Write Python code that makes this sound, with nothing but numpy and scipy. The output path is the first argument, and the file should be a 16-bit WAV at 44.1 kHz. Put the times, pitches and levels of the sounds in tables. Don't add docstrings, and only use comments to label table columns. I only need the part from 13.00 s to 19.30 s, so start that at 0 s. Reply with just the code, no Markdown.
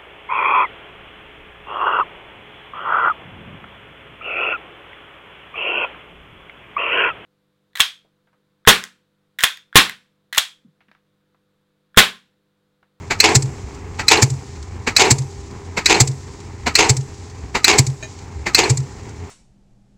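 import sys
import numpy as np
from scipy import signal
from scipy.fft import rfft, irfft
from scipy.io import wavfile

SR = 44100
rng = np.random.default_rng(int(sys.argv[2]) if len(sys.argv) > 2 else 0)


def persist_wave(psi):
    counts = np.round(np.clip(psi, -1, 1) * 32767).astype(np.int16)
    wavfile.write(sys.argv[1], SR, np.atleast_2d(counts).T)


N = 277830
T = np.arange(SR // 2) / SR


def amp(db):
    return 10 ** (np.asarray(db) / 20)


def evened(x):
    return x / np.sqrt(np.mean(x ** 2) + 1e-20)


def read(points, hz):
    f, value = np.transpose(points)
    return np.interp(np.log(hz + 1), np.log(f + 1), value)


def add(mix, start_s, sound):
    part = mix[max(round(start_s * SR), 0):][:len(sound)]
    part += sound[:len(part)]


def noise(colour, size):
    hz = np.fft.rfftfreq(size, 1 / SR)
    spectrum = rfft(rng.standard_normal(size)) * amp(read(colour, hz))
    return evened(irfft(spectrum, size))


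def drift(hz):
    f = np.fft.rfftfreq(N, 1 / SR)
    spectrum = rfft(rng.standard_normal(N)) * np.exp(-(f / hz) ** 2)
    return evened(irfft(spectrum, N))


def churn(depth_db, hz):
    f = np.fft.rfftfreq(len(T), 1 / SR)
    spectrum = rfft(rng.standard_normal(len(T))) / (1 + (f / hz) ** 2)
    return evened(amp(depth_db * evened(irfft(spectrum, len(T)))))


def gust(rise, hold, t60):
    build = np.minimum(T / rise, 1) ** 2
    return build * amp(-60 * np.maximum(T - rise - hold, 0) / t60)


def fade(x, t60s, rise, hold):
    centres = np.geomspace(100, 12800, 8)
    hz = np.fft.rfftfreq(len(x), 1 / SR)
    out = 0
    for centre, pick in zip(centres, np.eye(len(centres))):
        band = irfft(rfft(x) * read(np.c_[centres, pick], hz), len(x))
        out = out + band * gust(rise, hold, read(t60s, centre))
    return out


def brighten(x, treble_db):
    highpass = signal.butter(1, 3000, "high", fs=SR, output="sos")
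    return x + (amp(treble_db) - 1) * signal.sosfiltfilt(highpass, x)


def ring(modes, pitch=1):
    out = 0
    for hz, db, t60 in modes:
        turns = hz * pitch * T + rng.random()
        out = out + amp(db - 60 * T / t60) * np.sin(2 * np.pi * turns)
    return out


def shake(modes, flow):
    force = flow * rng.standard_normal(len(T))
    return signal.fftconvolve(force / np.linalg.norm(force), ring(modes))[:len(T)]


# blow_s, steel_pitch (factor); puff_lead_s, puff_db; blast_lag_s, blast_db, blast_hold_s,
# blast_treble_db; port_lag_s, hiss_db, boom_db; soft_lag_s (port opening to soft hiss and boom),
# soft_hiss_db; top_tick_db
STROKES = [(0.2006, 1, 0.093, -1, 0.039, 1.9, 0.0089, 5.4, 0.15, -2, -4, 0.071, -28.5, -35),
           (1.0812, 0.97, 0.088, -6, 0.03, 2.16, .008, 6.8, 0.14, -3, -5, 0.078, -32, -30),
           (1.9636, 0.98, 0.091, -1, 0.031, 2.3, .017, 4.6, .142, -2, -6.5, .077, -31, -37),
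           (2.8574, 0.96, 0.085, -2.5, .0385, 1.9, 0.015, 2.4, .1445, -0.5, -5.5, 0.071, -26.5, -32),
           (3.7525, 1, .0857, -0.5, 0.033, 1, 0.014, 4.5, 0.14, -4.5, -6, 0.073, -28, -34),
           (4.6428, 0.98, 0.092, -.5, 0.037, 1.1, 0.011, 7.2, .140, -1.5, -4, 0.082, -27.5, -34),
           (5.5459, 1, 0.081, -4, 0.035, 0.59, 0.0069, 5, 0.15, -11.5, -5, 0.075, -27, -35)]
(BLOW_S, STEEL_PITCH, PUFF_LEAD_S, PUFF_DB, BLAST_LAG_S, BLAST_DB, BLAST_HOLD_S, BLAST_TREBLE_DB,
 PORT_LAG_S, HISS_DB, BOOM_DB, SOFT_LAG_S, SOFT_HISS_DB, TOP_TICK_DB) = np.transpose(STROKES)
# pitch_hz, level_db, t60_s
STEEL_MODES = [(2100, -23.5, 0.38), (2410, -17, 0.2), (2606, -12, 0.14), (4064, 3, 0.032), (4133, 8, 0.027),
               (4225, 8.5, 0.027), (4515, -8, 0.099), (5040, -8.5, 0.051), (6000, -20, 0.054),
               (8030, -4, 0.049)]
# (per Hz, relative)
CRACK_COLOUR = [(100, -10.5), (1000, -8.5), (1800, 4), (2500, 5), (3200, -10), (3800, -5), (4300, 5),
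                (5500, 1.5), (6500, 3), (7900, 0.5), (8500, -12), (16000, -31)]
BLOW_DB = -1.4
REBOUND_S = 0.087


def blows():
    out = np.zeros(N)
    for blow_s, pitch in zip(BLOW_S, STEEL_PITCH):
        scrape = noise(CRACK_COLOUR, len(T)) * gust(rise=0.01, hold=0.012, t60=0.052)
        crack = noise(CRACK_COLOUR, len(T)) * gust(rise=0.0011, hold=0.0047, t60=0.044)
        rattle = noise(CRACK_COLOUR, len(T)) * gust(rise=0.003, hold=0.02, t60=0.16)
        rattle *= amp(-21) * churn(depth_db=3, hz=150)
        steel = ring(STEEL_MODES, pitch) * gust(rise=0.0038, hold=0.001, t60=5)
        rebound = shake(STEEL_MODES, gust(rise=0.0027, hold=0.0059, t60=0.03))
        add(out, blow_s - 0.018, amp(BLOW_DB - 35.5) * scrape)
        add(out, blow_s, amp(BLOW_DB) * (amp(-7) * crack + rattle + amp(-1) * steel))
        add(out, blow_s + REBOUND_S, amp(BLOW_DB - 22) * rebound)
    return out


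# pitch_hz, level_db, t60_s
CYLINDER_MODES = [(329, -1, .36), (388, -6, .25), (420, -3, .45), (447, -7, .3), (747, -2, .25),
                  (831, -6, .2), (927, -2, .22), (1029, -6, .17), (1411, -6, .2), (2034, -6, .17),
                  (2208, 0, .22), (2560, -3, .1), (2651, -2, .2), (2810, -5, .26), (5080, -2, .08),
                  (6416, 2, .13)]
# (per Hz, relative)
BLAST_COLOUR = [(60, -2), (250, -2), (430, 11.5), (580, -2), (850, 10), (1400, -1), (2400, 9), (3200, 1),
                (4300, 1), (5700, -2.5), (7400, -0.5), (8600, -17.5), (16000, -42)]
# freq_hz, t60_s
BLAST_DECAY = [(300, 0.47), (1000, 0.28), (2500, 0.23), (6000, 0.18), (12000, 0.12)]
# (per Hz, relative)
SURGE_COLOUR = [(100, -10), (280, -5), (420, 8.5), (580, -13), (850, 3.5), (1300, -11), (2400, -4.5),
                (3300, -18.5), (5900, -18.5), (7700, -17), (8600, -30.5), (16000, -55)]


def blasts():
    out = np.zeros(N)
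    surge_decay = [(400, 0.28), (1000, 0.22), (2500, 0.085), (7000, 0.61)]  # freq_hz, t60_s
    for blast_s, db, hold, treble_db in zip(BLOW_S + BLAST_LAG_S, BLAST_DB, BLAST_HOLD_S, BLAST_TREBLE_DB):
        seep = noise(BLAST_COLOUR, len(T)) * gust(rise=0.011, hold=0.0027, t60=0.04)
        gas = fade(noise(BLAST_COLOUR, len(T)), BLAST_DECAY, rise=0.002, hold=hold)
        gas *= churn(depth_db=2.4, hz=160)
        struck = ring(CYLINDER_MODES) * gust(rise=0.005, hold=0.0046, t60=9)
        blown = shake(CYLINDER_MODES, gust(rise=0.013, hold=hold, t60=0.1))
        body = struck + amp(-6.5) * blown
        surge = fade(noise(SURGE_COLOUR, len(T)), surge_decay, rise=0.0088, hold=0.033)
        add(out, blast_s - 0.017, amp(db - 20.5) * seep)
        add(out, blast_s - 0.001, amp(db - 12.5) * brighten(gas, treble_db) + amp(db - 19) * body)
        add(out, blast_s + 0.039, amp(db - 19.5) * surge)
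    return out


# (per Hz, relative)
HISS_COLOUR = [(100, 1), (300, -1), (580, -14), (850, -5.5), (1500, -15), (2250, -2), (2900, -16.5),
               (3800, -9), (4400, -2), (5900, -4.5), (7700, 3.5), (8500, -12), (11000, -26.5), (16000, -36)]
HISS_HOLD_S, HISS_TREBLE_DB = 0.0074, -1.05
SOFT_HISS_HOLD_S, SOFT_HISS_TREBLE_DB = 0.0042, 10


def hisses():
    out = np.zeros(N)
    open_s = BLOW_S + PORT_LAG_S
    sharp = [(s, db, HISS_HOLD_S, HISS_TREBLE_DB) for s, db in zip(open_s, HISS_DB)]
    soft = [(s, db, SOFT_HISS_HOLD_S, SOFT_HISS_TREBLE_DB)
            for s, db in zip(open_s + SOFT_LAG_S, SOFT_HISS_DB)]
    for start_s, db, hold, treble_db in sharp + soft:
        rush = amp(-3) * noise(HISS_COLOUR, len(T)) * gust(rise=0.0021, hold=hold, t60=0.035)
        leak = amp(-13) * noise(HISS_COLOUR, len(T)) * gust(rise=0.0079, hold=0.014, t60=0.056)
        add(out, start_s, amp(db) * brighten(rush, treble_db))
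        add(out, start_s - 0.008, amp(db) * leak)
    return out


def boom(start_hz, end_hz, glide, rise, t60):
    hz = end_hz + (start_hz - end_hz) * np.exp(-T / glide)
    attack = np.sin(np.pi / 2 * np.minimum(T / rise, 1))
    decay = amp(-60 * np.maximum(T - rise, 0) / t60)
    return np.sin(2 * np.pi * np.cumsum(hz) / SR) * attack * decay


# start_s, level_db, pitch_hz
THROBS = [(.625, -27, 66), (1.574, -26.5, 70.6), (2.36, -28, 64.6), (3.628, -24, 76), (4.413, -26, 63),
          (5.349, -23, 72.3)]
BOOM_LAG_S = 0.0029


def booms():
    out = np.zeros(N)
    for boom_s, db, soft_lag in zip(BLOW_S + PORT_LAG_S + BOOM_LAG_S, BOOM_DB, SOFT_LAG_S):
        swing = boom(start_hz=92.6, end_hz=144.3, glide=0.019, rise=0.018, t60=0.084)
        linger = amp(-19) * boom(start_hz=96, end_hz=150, glide=0.028, rise=0.03, t60=0.17)
        second = amp(-13.5) * boom(start_hz=116, end_hz=136, glide=0.02, rise=0.03, t60=0.17)
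        lopsided = swing + 0.14 * swing ** 2
        add(out, boom_s, amp(db) * (lopsided + linger))
        add(out, boom_s + soft_lag - 0.003, second)
    for start_s, db, hz in THROBS:
        add(out, start_s, amp(db) * boom(start_hz=hz, end_hz=hz, glide=1, rise=0.026, t60=0.38))
    return out


# (per Hz, relative)
PUFF_COLOUR = [(100, -2.5), (420, -3), (580, -10.5), (850, -0.5), (1200, -7), (2300, 1), (3300, -12.5),
               (4500, -4.5), (5400, -11.5), (6600, -8), (7700, -8.5), (9000, -27), (16000, -35)]
PUFF_TREBLE_DB = -8.5
WHISTLE_LEAD_S, WHISTLE_DB, WHISTLE_START_HZ = 0.054, -36.5, 1350


def puffs():
    out = np.zeros(N)
    for puff_s, db in zip(BLOW_S - PUFF_LEAD_S, PUFF_DB):
        flow = gust(rise=0.011, hold=0.013, t60=0.13)
        knock = np.roll(gust(rise=0.0015, hold=0.0042, t60=0.055), round(0.0112 * SR))
        strength = (flow + amp(-2.5) * knock) * churn(depth_db=1, hz=203)
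        air = brighten(noise(PUFF_COLOUR, len(T)), PUFF_TREBLE_DB)
        add(out, puff_s - 0.011, amp(db - 15) * air * strength)
    for whistle_s in BLOW_S - WHISTLE_LEAD_S:
        tone = np.sin(2 * np.pi * WHISTLE_START_HZ * (T - 1.23 * T ** 2))
        strength = gust(rise=0.005, hold=0.02, t60=0.13) * churn(depth_db=3, hz=120)
        add(out, whistle_s, amp(WHISTLE_DB) * tone * strength)
    return out


# start_s, level_db (relative)
CLINKS = [(5.027, -29)]
# pitch_hz, level_db, t60_s
CLINK_MODES = [(634, -7, 0.18), (1790, -5.5, 0.13), (2440, -1.5, .13), (3080, -16, 0.16), (3876, -9, 0.15),
               (6630, -5.5, 0.18)]
# (per Hz, relative)
FIZZ_COLOUR = [(1500, -10), (3000, -5.5), (4300, 0), (7300, 2.5), (8100, -4), (8900, -14), (10800, -21),
               (12000, -44), (16000, -26)]
RISE_TICK_S, TOP_TICK_S = 0.256, 0.545
RISE_TICK_DB = -31


def rig():
    out = np.zeros(N)
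    rising = [(s + RISE_TICK_S, RISE_TICK_DB) for s in BLOW_S]
    top = list(zip(BLOW_S + TOP_TICK_S, TOP_TICK_DB))
    for tick_s, db in rising + top:
        tick = noise(FIZZ_COLOUR, len(T)) * gust(rise=0.0009, hold=0.0032, t60=0.034)
        add(out, tick_s, amp(db - 8) * tick)
    for clink_s, db in CLINKS:
        chatter = amp(-7) * noise(PUFF_COLOUR, len(T)) * gust(rise=0.0027, hold=0.004, t60=0.14)
        tones = ring(CLINK_MODES) * gust(rise=0.0024, hold=0.005, t60=2) * churn(depth_db=4, hz=130)
        add(out, clink_s - 0.002, amp(db) * (amp(2.5) * tones + chatter))
    return out


def swell(peak, width):
    since = np.arange(N)[:, None] / SR - BLOW_S
    return np.exp(-((since - peak) / width) ** 2).sum(1)


# (per Hz, relative)
DRONE_COLOUR = [(20, -10), (45, -5.5), (90, 5), (180, -9), (420, -10), (600, -24), (800, -15),
                (1000, -17.5), (1500, -26), (2200, -23), (3000, -33), (6000, -57)]
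# pitch_hz, level_db (rms, before its drift), wander (rms share of the pitch)
DRONE_TONES = [(88, -41.5, 0.0075), (266, -58, 0.0109), (402, -48, 0.01087), (795, -60.5, 0.01116),
               (1020, -60, 0.01206), (1820, -66, 0.00414)]
# time_s, level_db (relative)
ENGINE_LEVEL = [(0, -40.5), (.5, -36), (1.2, -39.5), (4.2, -40.5), (5.1, -41), (5.9, -37.5), (6.3, -39)]
DIP_DB, DIP_S, DIP_WIDTH_S = -2.5, 0.36, 0.22
FIZZ_DB, SLIDE_DB, SLIDE_PEAK_S, SLIDE_WIDTH_S = -51, 3.5, 0.43, 0.12


def excavator():
    tones = np.zeros(N)
    phases = []
    for hz, db, wander in DRONE_TONES:
        phase = 2 * np.pi * np.cumsum(hz * (1 + wander * drift(hz=9.3))) / SR
        tones += np.sqrt(2) * amp(db + 2 * drift(hz=3)) * np.sin(phase)
        phases.append(phase)
    engine_db = np.interp(np.arange(N) / SR, *np.transpose(ENGINE_LEVEL)) + 5
    engine_db += DIP_DB * swell(DIP_S, DIP_WIDTH_S) + 1.27 * drift(hz=25)
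    throb = 1 + 0.25 * np.cos(phases[0])
    clatter = noise(DRONE_COLOUR, N) * throb * amp(engine_db)
    fizz_db = FIZZ_DB + SLIDE_DB * swell(SLIDE_PEAK_S, SLIDE_WIDTH_S) + 1.34 * drift(hz=40)
    return tones + clatter + noise(FIZZ_COLOUR, N) * amp(fizz_db)


# freq_hz, t60_s
SITE_DECAY = [(100, 1), (500, 0.87), (2000, 0.11), (7000, 0.12), (12000, 0.86)]


def site(x):
    tail = fade(rng.standard_normal(len(T)), SITE_DECAY, rise=0.004, hold=0)
    return x + amp(-23) * signal.fftconvolve(x, tail / np.linalg.norm(tail))[:N]


def scene():
    hammer = blows() + blasts() + hisses() + booms() + puffs() + rig()
    mono = site(hammer) + excavator()
    return np.array([mono, mono])


EDGE_HZ = 15900


def record(dry):
    clipped = dry / (1 + dry ** 6) ** (1 / 6)
    lean = signal.sosfilt(signal.butter(2, 30, "high", fs=SR, output="sos"), clipped)
    lowpass = signal.firwin(401, EDGE_HZ, window=("kaiser", 8), fs=SR)
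    return signal.oaconvolve(lean, lowpass[None], "same")


dry = scene()
out = record(dry)
persist_wave(out)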